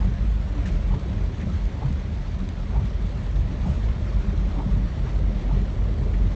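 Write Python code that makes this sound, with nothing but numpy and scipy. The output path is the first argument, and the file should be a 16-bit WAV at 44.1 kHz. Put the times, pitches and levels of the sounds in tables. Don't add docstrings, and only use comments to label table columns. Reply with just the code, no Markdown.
import sys
import numpy as np
from scipy import signal
from scipy.fft import rfft, irfft
from scipy.io import wavfile
from scipy.ndimage import uniform_filter1d

SR = 44100
rng = np.random.default_rng(int(sys.argv[2]) if len(sys.argv) > 2 else 0)


def store_pcm(level_fs):
    pcm = np.round(np.clip(level_fs, -1, 1) * 32767).astype(np.int16)
    wavfile.write(sys.argv[1], SR, np.atleast_2d(pcm).T)


N = 280035
TIME = np.arange(N) / SR


def gain_of(db):
    return 10 ** (np.asarray(db) / 20)


def evened(x):
    return x / np.sqrt(np.mean(x ** 2) + 1e-20)


def read(points, hz):
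    point_hz, db = np.transpose(points)
    return np.interp(np.log(hz + 1), np.log(point_hz + 1), db)


def curve(rows):
    return np.interp(TIME, *np.transpose(rows))


def hump(crest_s, half_s):
    return np.cos(np.pi / 2 * np.clip((TIME - crest_s) / half_s, -1, 1)) ** 2


def add(mix, start_s, sound):
    part = mix[max(round(start_s * SR), 0):][:len(sound)]
    part += sound[:len(part)]


def coloured(x, points):
    hz = np.fft.rfftfreq(len(x), 1 / SR)
    return evened(irfft(rfft(x) * gain_of(read(points, hz)), len(x)))


def wander(rate_hz):
    hz = np.fft.rfftfreq(N, 1 / SR)
    return evened(irfft(rfft(rng.standard_normal(N)) * np.exp(-(hz / rate_hz) ** 2), N))


def resonate(x, hz, width_hz):
    turn = np.exp(2j * np.pi * np.cumsum(hz * np.ones(len(x))) / SR)
    r = np.exp(-np.pi * width_hz / SR)
    return 2 * (turn * signal.lfilter([1 - r], [1, -r], x / turn)).real


def fuzzy_tone(hz, width_hz, size):
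    once = resonate(rng.standard_normal(size), hz, width_hz)
    return evened(resonate(once, hz, width_hz))


def froth(points, patchy_db):
    z = signal.stft(rng.standard_normal(N), nperseg=1024, noverlap=768)[2]
    patches = uniform_filter1d(rng.standard_normal(z.shape), size=6, axis=0)
    patches = uniform_filter1d(patches, size=9, axis=1)
    noise = signal.istft(z * gain_of(patchy_db * evened(patches)), nperseg=1024, noverlap=768)[1]
    return coloured(noise[:N], points)


def impacts(per_s, spread_db):
    size = gain_of(spread_db * np.minimum(rng.exponential(1, N), 4))
    return size * rng.choice([-1, 1], N) * (rng.random(N) < per_s / SR)


def bubbles(low_hz, high_hz, per_s, cycles, rise, count=24):
    out = np.zeros(N)
    for hz in np.geomspace(low_hz, high_hz, count):
        u = np.arange(int(5 * cycles * SR / hz)) * hz / SR / cycles
        ring = np.sin(2 * np.pi * cycles * (u + rise * u ** 2))
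        ring = ring * np.exp(-u) * np.minimum(u * cycles, 1)
        out += signal.oaconvolve(impacts(per_s / count, spread_db=3.5), ring)[:N]
    return out


# frequency_hz, density_db (dB per Hz)
GLASS_SPECTRUM = [(700, -21), (1800, 8), (2800, 3.5), (3800, 9.5), (5000, -2.5), (6500, -3), (8000, -11.5)]
# frequency_hz, density_db (dB per Hz)
SNAP_SPECTRUM = [(700, -15), (1500, -3.5), (2200, 5), (2800, 8.5), (3800, 3.5), (5000, 0), (6500, 1.5),
                 (8000, -7)]
# start_s, level_db, length_s
SPATTERS = [(0.655, -48.5, 0.046), (0.714, -56, 0.07), (3.66, -55.5, 0.2)]


def rain(patter_db=-62.5, ring_s=0.0028, grain_db=0.0):
    t = np.arange(SR // 3) / SR
    fall = np.exp(-t / ring_s)
    power = signal.oaconvolve(impacts(per_s=260, spread_db=4) ** 2, fall ** 2)[:N]
    envelope = np.sqrt(abs(power / power.mean()))
    patter = gain_of(patter_db) * envelope * coloured(rng.standard_normal(N), GLASS_SPECTRUM)
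    thrown = np.zeros(N)
    for start_s, level_db, length_s in SPATTERS:
        add(thrown, start_s, gain_of(level_db) * np.exp(-(t / length_s) ** 3))
    grains = gain_of(grain_db * wander(400)) * rng.standard_normal(N)
    return patter + thrown * coloured(grains, SNAP_SPECTRUM)


# start_s, level_db
DROPS = [(.659, -42), (.675, -42), (.682, -41), (.95, -43), (.998, -41), (1.4144, -42), (1.655, -41),
         (1.928, -42), (2.49, -36.5)]


def drops(ring_s=0.0015):
    out, t = np.zeros(N), np.arange(SR // 40) / SR
    for start_s, level_db in DROPS:
        snap = np.exp(-t / ring_s) * coloured(rng.standard_normal(len(t)), SNAP_SPECTRUM)
        add(out, start_s - .0005, gain_of(level_db) * snap)
    return out


# frequency_hz, level_db (before tilt), t60_s
SCUTTLE_MODES = [(129.3, -5, 0.13), (186, -6.5, 0.11), (214, -5, 0.06), (358, -21.5, 0.03)]


def thud(soft_s, tilt_db):
    t = np.arange(SR // 4) / SR
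    ring = np.zeros(len(t))
    for hz, level_db, t60_s in SCUTTLE_MODES:
        tilted_db = level_db + tilt_db * np.log2(hz / SCUTTLE_MODES[0][0])
        ring += gain_of(tilted_db - 60 * t / t60_s) * np.sin(2 * np.pi * hz * t)
    ring *= 1 - np.exp(-(t / soft_s) ** 2)
    return ring / abs(ring).max()


# centre_s, level_db (of the rub)
WIPES = [(0.028, -45), (.928, -45), (1.836, -44), (2.768, -43), (3.677, -48.5), (4.595, -43.5),
         (5.508, -46)]
# start_s, level_db (peak), tilt_db (dB per octave)
THUDS = [(0.065, -20.5, 3), (0.926, -20.5, -15), (1.841, -15, -24), (1.9, -21, 9.5), (2.764, -22, -18),
         (2.825, -21, 6), (3.658, -20.5, 6), (3.685, -18, -14), (4.662, -20.5, 2.5), (5.514, -16, -12),
         (5.589, -25, 11)]
SWISH_HZ, SWISH_S = 860, 0.023


def wipers(glide_per_s=2.1, width_hz=190, upper_db=-8, chatter=0.67, scrape_db=-4):
    out, t = np.zeros(N), np.arange(-SR // 10, SR // 10) / SR
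    pitch = SWISH_HZ * (1 + glide_per_s * t)
    stroke = np.exp(-.5 * (t / SWISH_S) ** 2)
    scrape_stroke = np.exp(-.5 * ((t + 0.0082) / (2.2 * SWISH_S)) ** 2)
    for centre_s, level_db in WIPES:
        rub = fuzzy_tone(pitch, width_hz, size=len(t))
        rub = rub + gain_of(upper_db) * fuzzy_tone(pitch * 1.3, 220, size=len(t))
        slips = 1 + chatter * np.sin(2 * np.pi * (62 * t + rng.random()))
        swish = evened(rub * slips * stroke) * np.sqrt(np.mean(stroke ** 2))
        scrape = gain_of(scrape_db) * fuzzy_tone(510, 800, size=len(t)) * scrape_stroke
        heard = centre_s + t >= 0
        add(out, centre_s + t[0], gain_of(level_db) * (swish + scrape)[heard])
    for start_s, level_db, tilt_db in THUDS:
        add(out, start_s, gain_of(level_db) * thud(soft_s=0.013, tilt_db=tilt_db))
    return out


# start_s, level_db (peak), pitch_hz
KNOCKS = [(.03, -42, 896), (.911, -34.5, 773), (0.937, -37, 913), (1.817, -30, 824), (1.838, -38, 900),
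          (2.755, -34, 850), (2.763, -32.5, 865), (2.777, -36, 804), (3.655, -34, 870), (3.679, -36, 800),
          (4.566, -35, 917), (4.589, -34, 850), (4.596, -28.5, 850), (5.5, -36, 894), (5.511, -33, 910)]
# ratio (multiple of the pitch), level_db, t60_s
BLADE_MODES = [(.46, -4.5, 0.05), (.78, -10, .04), (1, -1.5, 0.06), (1.349, -12.5, .05)]


def blades(soft_s=.0027, rough=.06, slip_hz=220):
    out, t = np.zeros(N), np.arange(SR // 10) / SR
    slip = wander(slip_hz)
    for start_s, level_db, pitch_hz in KNOCKS:
        slip_here = slip[round(start_s * SR):][:len(t)]
        turns = np.cumsum(pitch_hz * (1 + rough * slip_here)) / SR
        ring = np.zeros(len(t))
        for ratio, mode_db, t60_s in BLADE_MODES:
            mode = np.sin(2 * np.pi * (ratio * turns + rng.random()))
            ring += gain_of(mode_db - 60 * t / t60_s) * mode
        ring *= 1 - np.exp(-(t / soft_s) ** 2)
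        add(out, start_s, gain_of(level_db) * ring / abs(ring).max())
    return out


# start_s, level_db (at the crest), pitch_hz, length_s (pi times the rise to the crest)
SPLASHES = [(.04, -43.5, 378, 0.031), (.658, -44.5, 1590, 0.024), (0.687, -45, 2200, 0.012),
            (.925, -44.5, 328, .08), (1.13, -42, 291, 0.046), (1.397, -47.5, 2020, 0.043),
            (1.425, -33.5, 180, 0.17), (1.465, -46, 586, .05), (3.085, -46.5, 550, 0.065),
            (3.267, -46, 720, 0.011), (3.65, -42, 560, .1), (4.08, -43, 328, 0.047), (4.63, -28, 157, 0.11),
            (4.74, -31, 122, .12), (5.063, -45, 910, .041), (5.08, -40.5, 310, 0.057),
            (5.545, -42, 408, 0.083), (6.04, -40.5, 377, 0.086), (6.133, -46, 1890, .028),
            (6.199, -39, 340, 0.058)]


def splashes(width=0.38):
    out, t = np.zeros(N), np.arange(SR // 4) / SR
    for start_s, level_db, pitch_hz, length_s in SPLASHES:
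        u = np.pi * t / length_s
        burst = fuzzy_tone(pitch_hz, width * pitch_hz, size=len(t)) * u * np.exp(1 - u)
        add(out, start_s, gain_of(level_db) * burst)
    return out


# crest_s, level_db (peak), pitch_hz (at the crest), half_length_s, glide (octaves per s)
GULPS_AND_SNAP = [(.05, -22.5, 97, 0.065, 0), (.2, -32, 189.4, 0.067, -1), (0.584, -31.5, 284, 0.045, -4),
                  (0.659, -36.5, 1780, .005, 4), (.685, -26.5, 177.6, .05, -3.5),
                  (0.845, -19, 71.2, 0.042, 1.5), (1.45, -31.5, 208.4, .07, 1.5),
                  (1.551, -23.5, 79, .05, 0), (2.03, -25.5, 79.3, 0.102, 2), (2.42, -28.5, 192, .06, -0.5),
                  (2.65, -32, 190.7, .07, 2), (2.84, -25, 102.3, .05, 0.5), (3.273, -20.5, 69.4, 0.059, 0),
                  (3.71, -18, 66.6, .045, 1), (4.585, -32, 283, .035, 0), (5.03, -28, 129, .08, 1),
                  (6.02, -21.5, 125.4, 0.052, 1)]


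def gulps_and_snap():
    out = np.zeros(N)
    for crest_s, level_db, pitch_hz, half_s, glide in GULPS_AND_SNAP:
        t = np.arange(-half_s, half_s, 1 / SR)
        turns = np.cumsum(pitch_hz * 2 ** (glide * t)) / SR + rng.random()
        note = np.cos(np.pi / 2 * t / half_s) ** 2 * np.sin(2 * np.pi * turns)
        add(out, crest_s - half_s, gain_of(level_db) * note)
    return out


# time_s, height_db
WAVE = [(0, 3), (.35, -5.5), (.65, 1.5), (1.7, -1.8), (2.55, -4), (3.4, -0.2), (4.7, 2), (4.95, 0),
        (5.3, 3.5), (6.35, 1.7)]
# frequency_hz, density_db (dB per Hz)
RUMBLE_SPECTRUM = [(18, -35), (28, -16), (36, 4), (48, -0.5), (72, 3.5), (100, -2), (130, -7.5), (150, -9),
                   (190, -7.5), (250, -22.5), (400, -69)]
UNDERFLOOR_SPECTRUM = [(35, -13.5), (70, 0), (130, -3.5), (190, -5.5), (270, -23), (600, -47.5)]
CHURN_SPECTRUM = [(90, -14.5), (190, 4.5), (290, 1), (335, -1.5), (390, 0), (470, -5), (590, -2),
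                  (770, -10), (1100, -15.5), (1600, -23), (3500, -56)]
SPRAY_SPECTRUM = [(400, -11), (900, 2.5), (1200, 3), (1500, 0), (2000, 2), (2400, -1.5), (2800, -5.5),
                  (3400, -5), (4500, -13), (5000, -21), (8000, -36.5)]
HISS_SPECTRUM = [(1500, -3.5), (3200, 0), (4500, -0.5), (4950, -4), (5600, -2.5), (6800, -6.5), (8000, -14)]
# level_db at zero wave height, dB gained per dB of wave height
RUMBLE_LAW, CHURN_LAW, SPRAY_LAW, HISS_LAW = (-27, 0.29), (-41.5, 0.47), (-50, .15), (-56.5, 0.093)
SETTLE_S, SETTLE_DB_PER_S = 4.7, 0.8


def flood(glug_db=-8, gurgle_db=-4, fizz_db=-7, lap_db=0.23, sheets_db=0.76, gust_db=0.34, heave_db=0.6):
    height_db = curve(WAVE) + lap_db * wander(9.5)

    glugs = bubbles(low_hz=66.4, high_hz=235.6, per_s=45, cycles=6.07, rise=0.015)
    glugs = coloured(glugs, UNDERFLOOR_SPECTRUM)
    heave = gain_of(heave_db * wander(3.9))
    rumble = coloured(rng.standard_normal(N), RUMBLE_SPECTRUM) + gain_of(glug_db) * glugs
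    rumble = evened(heave * rumble)

    gurgle = bubbles(low_hz=222.3, high_hz=1683, per_s=260, cycles=4.85, rise=0.029)
    gurgle = coloured(gurgle, CHURN_SPECTRUM)
    churn = froth(CHURN_SPECTRUM, patchy_db=0.4) + gain_of(gurgle_db) * gurgle

    fizz = bubbles(low_hz=924, high_hz=4500, per_s=350, cycles=9.8, rise=0.0056)
    fizz = coloured(fizz, SPRAY_SPECTRUM)
    spray = froth(SPRAY_SPECTRUM, patchy_db=1.5) + gain_of(fizz_db) * fizz
    hiss = froth(HISS_SPECTRUM, patchy_db=2.0)

    layers = [(rumble, RUMBLE_LAW), (churn, CHURN_LAW), (spray, SPRAY_LAW), (hiss, HISS_LAW)]
    rumble, churn, spray, hiss = (part * gain_of(db + follow * height_db) for part, (db, follow) in layers)
    sheets = sheets_db * wander(52) + gust_db * wander(7)
    settling = SETTLE_DB_PER_S * np.maximum(TIME - SETTLE_S, 0)
    return rumble + churn + gain_of(sheets - settling) * (spray + hiss)


# time_s, level_db (of the drone, before its offset, throb, booms and lulls)
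LOAD = [(0, -22.5), (.5, -27), (1.15, -26), (1.43, -36), (1.7, -26.5), (1.85, -29), (2.3, -27), (2.9, -26),
        (3.5, -27), (4.1, -26), (4.6, -25.5), (5.5, -23), (6.35, -23.5)]
# crest_s, level_db (drawn to at the crest), half_length_s
BOOMS = [(0.037, -18, 0.09), (0.23, -18.5, 0.08), (0.34, -20, .11), (0.588, -19.5, 0.05),
         (0.74, -21.5, 0.057), (0.918, -22.5, 0.076), (1.216, -21, 0.089), (1.629, -21.5, .06),
         (2.768, -18, 0.04), (3.37, -19, 0.075), (3.869, -18.5, 0.072), (4.177, -19, 0.068),
         (4.295, -20.5, 0.052), (4.426, -19, 0.078), (4.731, -20.5, 0.054), (4.831, -20, 0.046),
         (5.177, -21.5, 0.068), (5.276, -18, 0.051), (5.585, -18.5, 0.11), (5.83, -18.5, .06),
         (6.199, -18.5, 0.16)]
# centre_s, half_length_s
LULLS = [(.18, 0.031), (0.457, 0.054), (0.809, .04), (1.031, 0.069), (1.124, .03), (1.797, .04),
         (1.941, .05), (2.051, .04), (2.249, 0.043), (2.528, .04), (2.659, .05), (2.83, 0.033),
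         (3.199, .04), (3.559, .06), (3.75, 0.043), (3.985, .04), (4.228, 0.015), (4.351, 0.028),
         (4.506, .03), (4.967, .03), (5.064, .04), (5.41, .04), (5.763, .035), (5.988, 0.027)]
LULL_DB = -16
FIRING_HZ, CRUISE_DB, HZ_PER_DB = 48.14, -24, 0.27
THROB_PER_S, THROB_DEPTH = 6.5, 0.45


def engine(drone_db=-2, rough=0.18, judder_hz=2.2, drift_hz=1.5, second_db=-16, third_db=-22, fourth_db=-21):
    throbs = np.cumsum(THROB_PER_S * (1 + .45 * wander(4.93))) / SR + rng.random()
    throb = abs(1 + THROB_DEPTH * np.exp(2j * np.pi * throbs))
    drone = gain_of(curve(LOAD) + drone_db) * throb
    for crest_s, level_db, half_s in BOOMS:
        drone = drone + hump(crest_s, half_s) * (gain_of(level_db) - drone)
    for centre_s, half_s in LULLS:
        drone = drone * gain_of(LULL_DB * hump(centre_s, half_s))

    effort_db = 20 * np.log10(drone) - CRUISE_DB
    slack = np.clip(gain_of(-.6 * effort_db), .3, 3)
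    hz = FIRING_HZ + HZ_PER_DB * effort_db + drift_hz * wander(2.5) + judder_hz * slack * wander(11.59)
    turns = np.cumsum(hz) / SR
    out = (1 + rough * wander(30)) * np.sin(2 * np.pi * turns)
    for k, db in enumerate([second_db, third_db, fourth_db], 2):
        overtone = np.sin(2 * np.pi * (k * turns + rng.random()))
        out += gain_of(db) * (1 + 0.5 * wander(13)) * overtone
    return drone * evened(out)


def scene():
    weather = rain() + drops()
    wiping = wipers() + blades()
    water = splashes() + gulps_and_snap() + flood()
    return (weather + wiping + water + engine())[None]


EDGE_HZ = 8170


def record(dry):
    thin = signal.sosfilt(signal.butter(2, 20, "highpass", fs=SR, output="sos"), dry)
    thin = thin * signal.windows.tukey(N, .001)
    low_pass = signal.firwin(1023, EDGE_HZ, window=("kaiser", 9), fs=SR)
    return signal.oaconvolve(thin, low_pass[None], "same")


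dry = scene()
out = record(dry)
store_pcm(out)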